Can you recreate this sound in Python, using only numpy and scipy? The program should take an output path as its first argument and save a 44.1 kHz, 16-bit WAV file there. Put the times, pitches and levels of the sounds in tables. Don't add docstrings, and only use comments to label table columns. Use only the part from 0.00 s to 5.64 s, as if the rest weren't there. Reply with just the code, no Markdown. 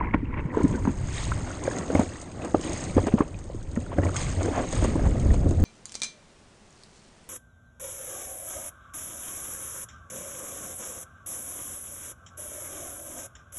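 import sys
import numpy as np
from scipy import signal
from scipy.fft import rfft, irfft
from scipy.io import wavfile
from scipy.ndimage import map_coordinates

SR = 44100
rng = np.random.default_rng(int(sys.argv[2]) if len(sys.argv) > 2 else 0)


def generate_wav(sig):
    pcm = np.round(np.clip(np.atleast_2d(sig).T, -1, 1) * 32767).astype(np.int16)
    wavfile.write(sys.argv[1], SR, pcm)


N = 248724
TIME = np.arange(N) / SR

# pitch_hz, level_db
WIND_TONE = [(15, -1), (30, -5), (58, -1.5), (95, -6.5), (170, -12.5), (320, -20.5), (520, -26), (900, -40)]
DRUM_TONE = [(60, -21), (88, 5), (115, -4.5), (170, -7.5)]
GURGLE_TONE = [(160, -4), (210, -4), (280, 3), (420, -7.5), (560, -3.5), (700, -10)]
BABBLE_TONE = [(700, 4.5), (1100, 4), (1500, -0.5), (2200, -3), (3200, -30.5)]
FOAM_TONE = [(1900, 10.5), (3300, -2.5), (5200, -7.5)]
FIZZ_TONE = [(2500, 7.5), (5000, -0.5), (9400, -2.5)]
GUSH_TONE = [(350, 0), (600, 5), (820, -4.5), (1100, -5), (1600, -8.5), (2400, -11.5), (3200, -27.5)]
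SPLASH_TONE = [(350, -5), (600, 5), (820, -4.5), (1100, -6.5), (1600, -8.5), (2400, -23.5), (4000, -29.5)]
CHURN_TONE = [(270, 0), (450, 2), (700, -10), (1200, -18.5)]

# time_s, level_db
BREEZE = [(0, -29), (.6, -33), (1.35, -30.5), (1.47, -39), (2.47, -44), (2.95, -33), (3.2, -37.5),
          (4.68, -34.5), (4.75, -27), (5.0, -26), (5.25, -24.5), (5.64, -29.5)]
# middle_s, level_db, half_length_s
GUSTS = [(.39, -33, 0.0333), (4.24, -33.5, 0.05864), (5.075, -20, 0.04601), (5.28, -19.5, 0.05883),
         (5.47, -18.5, 0.05638), (5.64, -14, 0.0283)]
# middle_s, level_db, pitch_hz
WIND_THUMPS = [(5.071, -9.5, 58.71), (5.245, -21, 61.68), (5.317, -10, 45), (5.386, -15, 55.6),
               (5.469, -13, 85.87), (5.628, -15, 73.8)]
# full_at_s, rise_s, hold_s, level_db
STROKES = [(1.16, 0.1536, 0.0536, -38), (2.625, 0.0011, 0.1844, -43), (4.162, 0.0241, 0.04187, -37),
           (4.733, 0.2361, 0.127, -40.5)]
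# drum_db, gurgle_db, babble_db, spray_db
RIPPLES = (-48.5, -48, -54, -57)
# full_at_s, hold_s, drum_db, gurgle_db, babble_db, spray_db
WAVES = [(0, 0.04776, -46, -35.5, -36.5, -71.5), (0.329, 0.0758, -51, -46.5, -44, -65),
         (0.566, 0.0455, -46.5, -31, -36, -54.5), (0.65, 0.10923, -34, -32, -39.5, -52.5),
         (0.849, 0.2696, -36.5, -54, -48, -53.5), (1.293, 0.09622, -33, -42.5, -44.5, -49.5),
         (1.464, 0.0592, -54.5, -38, -39, -46), (1.657, 0.15285, -39, -34.5, -37.5, -44.5),
         (1.946, 0.07841, -42.5, -33, -41, -43), (2.133, 0.0904, -55, -72, -46.5, -52.5),
         (2.428, 0.02643, -43.5, -34, -41, -51), (2.602, 0.17317, -55, -38, -44, -45.5),
         (2.809, 0.09508, -37.5, -39, -42, -48), (2.983, 0.06013, -34, -36, -45, -47.5),
         (3.168, 0.02344, -45, -38.5, -49, -75), (3.79, 0.03108, -37, -49, -52.5, -56.5),
         (4.037, 0.02653, -33, -30, -38.5, -47.5), (4.196, 0.10323, -33, -44, -41.5, -44),
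         (4.42, 0.1748, -37.5, -31.5, -40.5, -44.5), (4.752, 0.24305, -34.5, -37, -42.5, -57),
         (5.038, 0.3065, -39, -36, -45.5, -49.5), (5.478, .22, -34, -37, -52, -53.5)]
# pitch_hz, width_hz, level_db
HOUSING_RINGS = [(2987.4, 3912.5, -14), (5037.7, 650, -8), (6491.4, 267.43, 1), (7208.1, 754.9, -4.5),
                 (8411.3, 686.1, -3.5)]
# start_s, level_db
HEAVY_DROPS = [(.1445, -18.5), (.632, -26), (.6794, -27), (.7101, -32.5), (.7585, -29.5), (1.638, -21),
               (1.7153, -24), (1.7855, -19.5), (1.9478, -25.5), (1.9949, -21), (2.2148, -23.5),
               (2.4473, -25.5), (2.6115, -25), (2.7316, -19), (2.7738, -24), (2.8395, -23), (3.0677, -22.5),
               (3.1411, -32.5), (3.2, -34), (3.6282, -34.5), (3.755, -31.5), (3.802, -32.5), (4.049, -26),
               (4.1438, -23.5), (4.1645, -14.5), (4.43, -22), (4.457, -22.5), (4.6242, -37), (4.7267, -19),
               (4.8407, -18.5), (5.198, -26.5), (5.3395, -24.5), (5.5089, -28)]
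# middle_s, level_db, half_length_s
GUSHES = [(.142, -21, 0.00385), (.342, -34, 0.003883), (.385, -29.5, 0.01169), (.585, -32.5, 0.02865),
          (1.904, -30.5, 0.002028), (1.971, -34, 0.024), (2.011, -31.5, 0.010734), (2.448, -35.5, 0.01359),
          (2.978, -27, 0.006609), (3.079, -26.5, 0.008912), (3.126, -34, 0.007455),
          (3.187, -28.5, 0.007865), (3.222, -34, 0.00859), (3.766, -36, 0.004125), (3.93, -35, 0.012516),
          (4.038, -27.5, 0.003794), (4.092, -36.5, 0.00587), (4.414, -29, 0.005987), (4.485, -30, 0.00661),
          (4.53, -30, 0.00326), (4.554, -29, 0.01077), (4.587, -26.5, 0.01763), (4.637, -32.5, 0.0086),
          (4.73, -33, 0.002732), (4.849, -26.5, 0.006427), (5.06, -33, 0.01605), (5.312, -38.5, 0.00405),
          (5.341, -31.5, 0.005114), (5.436, -40.5, 0.004527), (5.512, -33, 0.001888)]
# start_s, level_db, pitch_hz
PLOPS = [(.009, -18, 997.7), (.042, -34, 1060), (0.229, -20.5, 257.2), (0.452, -20.5, 136.5),
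         (.546, -23, 970.6), (.577, -17, 434.3), (.603, -17, 382.6), (.609, -26.5, 1009),
         (0.696, -20.5, 120.4), (.724, -20.5, 219.1), (.752, -19, 258.5), (1.181, -28, 3736),
         (1.317, -21.5, 1030), (1.319, -18.5, 1331), (1.322, -25, 1530), (1.674, -24, 1617),
         (1.678, -11.5, 529.8), (1.712, -28, 1700), (1.953, -18, 2129), (2.031, -20, 350),
         (2.546, -11.5, 592.3), (2.547, -18.5, 1224), (2.559, -23.5, 484.8), (2.594, -24, 337.4),
         (2.648, -24, 305.3), (2.664, -23, 301.5), (3.082, -18.5, 423), (3.183, -21, 940.8),
         (3.217, -19.5, 440.3), (3.207, -14, 1058), (3.344, -35, 2471), (3.499, -27.5, 537.7),
         (3.546, -25.5, 328.2), (3.762, -32, 1846), (3.864, -34.5, 1411), (3.918, -27, 980.2),
         (4.034, -26, 1949), (4.068, -27, 2245), (4.092, -29.5, 1262), (4.146, -29.5, 1228),
         (4.165, -25.5, 2133), (4.168, -29, 3220), (4.482, -16, 433.9), (4.577, -17.5, 678.2),
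         (4.734, -23, 588.3), (4.823, -21.5, 596.1), (4.879, -16, 229.3), (5.305, -27, 1875),
         (5.337, -21.5, 473.5)]
# pitch_hz, level_db, fade_s (time to fall 60 dB)
HULL_RINGS = [(91.46, 2.5, 0.23847), (160.86, 0.5, 0.058), (287.56, -7.5, 0.14), (562.54, -3.5, 0.06)]
# start_s, pocket_db, pocket_hz, swell_cycles, smack_hz, splash_db, board_db
SLAPS = [(0.1437, -9.5, 220, 0.2434, 1012, -25.5, -28), (0.5698, -8, 352.3, 1.0074, 952.3, -39, -53.5),
         (.640, -11, 194.5, 0.3283, 900, -47.5, -23.5), (.647, -8, 212.7, 0.5896, 700, -53.5, -48),
         (.852, -19.5, 225.3, 0.24, 1140, -34.5, -43), (.873, -12, 203.1, 0.7286, 930.8, -28, -43.5),
         (0.892, -16, 199.3, 0.4313, 1100, -46.5, -37), (1.901, -15, 430.6, 0.6743, 680, -43.5, -31.5),
         (1.9504, -8, 221.8, 0.3585, 547.9, -26, -20.5), (1.9934, -6.5, 198.4, 0.4858, 650, -24.5, -28.5),
         (2.544, -6.5, 267.7, 0.4154, 816.8, -25.5, -29), (2.966, -6, 236.3, 0.522, 609.2, -38, -16.5),
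         (2.9789, -6, 424.2, 1.1263, 758.6, -24.5, -25.5), (3.034, -19.5, 259, 0.9174, 684, -57, -42),
         (3.068, -15, 237.8, 0.6734, 698.8, -34.5, -29.5), (3.138, -5, 181.9, 0.3887, 606.2, -39, -27.5),
         (3.205, -5.5, 231.2, 0.2903, 552.7, -25.5, -31.5), (3.772, -14, 196.2, 0.5836, 608.8, -38, -25),
         (3.984, -13, 242.5, 0.2687, 546.8, -30.5, -17), (4.052, -23, 327.4, 0.4, 613, -34, -24.5),
         (4.094, -27.5, 300, .4, 640, -46.5, -33), (4.376, -33, 139.8, 1.886, 604, -61.5, -22.5),
         (4.823, -17.5, 255.5, 0.6505, 600, -40.5, -28), (4.844, -16.5, 225.5, 0.867, 1109, -32, -26.5),
         (4.956, -14, 264.4, 0.36, 573.6, -32.5, -23), (4.885, -19.5, 221.1, 0.481, 555.3, -44.5, -31.5),
         (5.256, -17.5, 256.1, 0.508, 600.9, -45.5, -28), (5.458, -16, 237.5, 0.562, 603, -45, -32),
         (5.511, -13, 332.6, 0.2603, 605.2, -49.5, -24)]
# time_s, treble_loss_db, hollowness (0 to 1)
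FILM = [(0, 32, 0.82), (.33, 31, 0.96), (.40, 16.5, 0.99), (.51, 16.5, 0.82), (.54, 5, 0.66),
        (.75, 2.5, 0.92), (1.0, 2, 0)]
# pitch_hz, width_hz, boost_db
FILM_BANDS = [(236.6, 130, 3), (638.13, 562.6, -17), (966.32, 161.6, 9.5), (1227.5, 280, -6.5),
              (2104.4, 820, 5)]

WAVE_RISE_S, WAVE_FALL_DB_PER_S = 0.1562, 131.5
SPRAY_FLIGHT_S, SPRAY_RISE_S, SPRAY_FALL_DB_PER_S = 0.0068, 0.14, 66.5
STROKE_FALL_DB_PER_S, TINKLE_DB, STROKE_BABBLE_DB = 77.5, -3.5, -4.5
POCKET_CYCLES, DAMPED_ABOVE_DB, DB_PER_HALVING = 3.4985, -10.5, 20
CHURN_DB, CHURN_DECAY_S = -20.5, 0.014273
SLAP_CUT_HZ, SPLASH_CUT_HZ, FILM_CUT_HZ = 3076.6, 2513.7, 2874.3
HISS_DB, ROLL_OFF_HZ, CUTOFF_HZ = -71.5, 10250, 13900


def from_db(db):
    return 10 ** (np.asarray(db) / 20)


def rms_one(x):
    return x / np.sqrt(np.mean(x ** 2) + 1e-20)


def in_time(rows):
    times, *columns = np.transpose(rows)
    return [np.interp(TIME, times, column) for column in columns]


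def butter(x, hz, kind, order=2):
    return signal.sosfilt(signal.butter(order, hz, kind, fs=SR, output="sos"), x + 1e-18)


def resonate(x, hz, width_hz):
    r = np.exp(-np.pi * width_hz / SR)
    feedback = [1, -2 * r * np.cos(2 * np.pi * hz / SR), r * r]
    return signal.lfilter(np.array([1, 0, -1]) * (1 - r * r) / 2, feedback, x + 1e-18)


def drift(per_s):
    return map_coordinates(rng.standard_normal(4096), [TIME * per_s], order=1, mode="wrap")


def add(track, start_s, sound):
    at = max(round(start_s * SR), 0)
    track[at:at + len(sound)] += sound[:N - at]


def swells(rows):
    return sum(from_db(db) * np.exp(-((TIME - s) / half_s) ** 2 / 2) for s, db, half_s in rows)


def surges(rows, rise_s, fall_db_per_s):
    power = np.zeros(N)
    for full_at_s, hold_s, db in rows:
        rising_db = 20 * np.maximum(full_at_s - TIME, 0) / rise_s
        draining_db = fall_db_per_s * np.maximum(TIME - full_at_s - hold_s, 0)
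        power += from_db(db - rising_db - draining_db) ** 2
    return power


def strays(per_s, db, spread_db):
    late, strength, size = rng.random((64, 3)).T
    start_s = (np.arange(len(late)) + late) / per_s
    return np.transpose([start_s, db + spread_db * (2 * strength - 1), size])[start_s < TIME[-1]]


def clicks(per_s, spread_db):
    chance = rng.random(N) * SR / per_s
    born = np.flatnonzero(chance < 1)
    out = np.zeros(N)
    out[born] = from_db(spread_db * np.minimum(-np.log(chance[born]), np.pi)) * (-1) ** born
    return out


def bubbling(tone, per_s, spread_db, sharpness, pitches):
    hz, db = np.transpose(tone)
    out = np.zeros(N)
    for pitch in np.geomspace(hz[0], hz[-1], pitches):
        width = pitch / max(sharpness, 1)
        births = clicks(per_s / pitches, spread_db)
        rings = resonate(resonate(births, pitch, width), pitch, width)
        out += rms_one(rings) * np.sqrt(pitch) * from_db(np.interp(np.log(pitch), np.log(hz), db))
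    return rms_one(out)


def bubble(hz, cycles, rise, swell):
    turns = TIME[:SR // 5] * hz
    life = turns / max(cycles, 1)
    ring = np.sin(2 * np.pi * turns * (1 + rise * life / 2))
    wave = ring * (1 - np.exp(-(turns / swell) ** 2)) * np.exp(-np.log(1000) * life)
    return wave / np.abs(wave).max()


def wind():
    hz, db = np.transpose(WIND_TONE)
    all_hz = np.maximum(np.arange(N // 2 + 1) * SR / N, 1)
    shape = from_db(np.interp(np.log(all_hz), np.log(hz), db)) / (1 + (all_hz / hz[-1]) ** 2)
    noise = irfft(rfft(rng.standard_normal(N)) * shape, N)
    rumble = rms_one(butter(noise, 18, "high"))
    breeze_db, = in_time(BREEZE)
    return rumble * np.hypot(from_db(breeze_db), swells(GUSTS)) * from_db(0.37 * drift(25) - 0.5)


def wind_thumps(half_length_cycles=0.5388):
    out = np.zeros(N)
    for middle_s, db, hz in WIND_THUMPS:
        turns = hz * (TIME - middle_s)
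        out += from_db(db) * np.cos(2 * np.pi * turns) * np.exp(-(turns / half_length_cycles) ** 2)
    return out


def paddle():
    return sum(surges([(s, hold_s, db)], rise_s, STROKE_FALL_DB_PER_S)
               for s, rise_s, hold_s, db in STROKES)


def showers():
    tinkle = bubbling(FOAM_TONE, per_s=6500, spread_db=4.5, sharpness=3.2, pitches=18)
    return np.sqrt(paddle()) * from_db(TINKLE_DB) * tinkle


def housing(x):
    return sum(from_db(db) * resonate(x, hz, width) * (-1) ** k
               for k, (hz, width, db) in enumerate(HOUSING_RINGS))


def spray():
    thrown = [(s + SPRAY_FLIGHT_S, hold_s, db) for s, hold_s, *_, db in WAVES]
    power = from_db(RIPPLES[-1]) ** 2 + surges(thrown, SPRAY_RISE_S, SPRAY_FALL_DB_PER_S) + paddle()
    fizz = bubbling(FIZZ_TONE, per_s=1600, spread_db=6.5, sharpness=7.516, pitches=22)
    mist = 1.1607 * rng.standard_normal(N)
    foam = from_db(-5) * bubbling(FOAM_TONE, per_s=1100, spread_db=3, sharpness=6.9, pitches=14)
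    flicker = from_db(0.2086 + 0.8 * drift(70))
    return (rms_one(housing(fizz + mist)) + foam) * np.sqrt(power) * flicker


def drops():
    taps = np.zeros(N)
    t = TIME[:SR // 30]
    light = [(s, db) for s, db, _ in strays(per_s=9.4, db=-35.5, spread_db=5.5)]
    for start_s, db in list(HEAVY_DROPS) + light:
        spatter = 0.11848 * rng.standard_normal(len(t)) * np.exp(-t / 0.007416)
        add(taps, start_s, from_db(db + 18.5) * (signal.unit_impulse(len(t)) + spatter))
    return housing(taps)


def wave_levels():
    full_at_s, hold_s, *levels = np.transpose(WAVES)
    drum, gurgle, babble = (
        from_db(calm_db) ** 2 + surges(zip(full_at_s, hold_s, db), WAVE_RISE_S, WAVE_FALL_DB_PER_S)
        for db, calm_db in zip(levels[:-1], RIPPLES))
    return np.sqrt([drum, gurgle, babble + from_db(STROKE_BABBLE_DB) ** 2 * paddle()])


def waves(drum_level, gurgle_level, babble_level):
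    wobble = drift(35)
    drum = bubbling(DRUM_TONE, per_s=300, spread_db=3.5, sharpness=2.9855, pitches=6)
    gurgle = bubbling(GURGLE_TONE, per_s=1000, spread_db=2, sharpness=4.446, pitches=10)
    babble = bubbling(BABBLE_TONE, per_s=1800, spread_db=3, sharpness=7.556, pitches=22)
    return (drum * drum_level * from_db(3)
            + gurgle * gurgle_level * from_db(1 + 1.919 * wobble)
            + babble * babble_level * from_db(-1.7435 + 1.3 * wobble))


def gushes():
    return swells(GUSHES) * bubbling(GUSH_TONE, per_s=3200, spread_db=0.5, sharpness=2.74, pitches=14)


def plops(babble_level, low_hz=1193.3, high_hz=2804.6):
    clear, faint = np.zeros((2, N))
    stray = [(s, db, high_hz * (low_hz / high_hz) ** size)
             for s, db, size in strays(per_s=8, db=9, spread_db=-1)]
    for track, rows in ((clear, PLOPS), (faint, stray)):
        for start_s, db, hz in rows:
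            plop = bubble(hz, cycles=6 + hz * 0.016613, rise=0.024, swell=0.4493)
            add(track, start_s, from_db(db) * plop)
    return clear + babble_level * faint


def slaps():
    pockets, board, scatter, churn = np.zeros((4, N))
    t = TIME[:SR // 4]
    knock = sum(from_db(db) * np.sin(2 * np.pi * hz * t) * np.exp(-np.log(1000) * t / fade_s)
                for hz, db, fade_s in HULL_RINGS)
    burst = (1 - np.exp(-t / 0.00052)) * (np.exp(-t / 0.005451) + 0.16 * np.exp(-t / 0.019))
    for start_s, pocket_db, hz, swell, smack_hz, splash_db, board_db in SLAPS:
        smack = bubble(smack_hz, cycles=16, rise=0.11, swell=0.08)
        add(pockets, start_s, from_db(splash_db + 6.5) * smack)
        cycles = POCKET_CYCLES * (1 + 1.08 * swell) * 2 ** ((DAMPED_ABOVE_DB - pocket_db) / DB_PER_HALVING)
        add(pockets, start_s, from_db(pocket_db - 1) * bubble(hz, cycles, rise=0.64974, swell=swell))
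        for k, (late, small) in enumerate(rng.random((3, 2))):
            piece = bubble(hz * (1 + 0.41 * (k + small)), cycles=16, rise=0.13, swell=0.33)
            delay_s = 0.0044304 * (k + late + 0.5)
            add(pockets, start_s + delay_s, from_db(pocket_db - 15.9 - 2.9 * k) * piece)
        add(board, start_s, from_db(board_db) * butter(knock, 1.6 * hz / swell, "low"))
        add(scatter, start_s, from_db(splash_db + 5.5) * burst)
        settling = (1 - np.exp(-t * hz)) * np.exp(-t / CHURN_DECAY_S)
        add(churn, start_s, from_db(pocket_db + CHURN_DB) * settling)
    pockets += churn * bubbling(CHURN_TONE, per_s=2500, spread_db=1.0623, sharpness=4.775, pitches=9)
    splash = scatter * bubbling(SPLASH_TONE, per_s=7600, spread_db=10.5, sharpness=4.17, pitches=12)
    body = butter(pockets, SLAP_CUT_HZ, "low", order=4) + board
    return butter(body, 51, "high") + butter(splash, SPLASH_CUT_HZ, "low", order=4)


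def water_film(x):
    loss_db, hollowness = in_time(FILM)
    for hz, width, db in FILM_BANDS:
        x = x + hollowness * (from_db(db) - 1) * resonate(x, hz, width)
    clear = from_db(-loss_db)
    return clear * x + (1 - clear) * butter(x, FILM_CUT_HZ, "low", order=5)


def scene():
    drum_level, gurgle_level, babble_level = wave_levels()
    background = wind() + wind_thumps() + waves(drum_level, gurgle_level, babble_level)
    splashes = slaps() + gushes() + plops(babble_level) + showers() + spray() + drops()
    return water_film(background + splashes)[None]


def record(dry):
    hissy = dry + from_db(HISS_DB) * rng.standard_normal(N)
    dull = signal.sosfilt(signal.cheby2(8, 39, ROLL_OFF_HZ, fs=SR, output="sos"), hissy)
    return signal.sosfilt(signal.ellip(8, .2, 62, CUTOFF_HZ, fs=SR, output="sos"), dull)


dry = scene()
out = record(dry)
generate_wav(out)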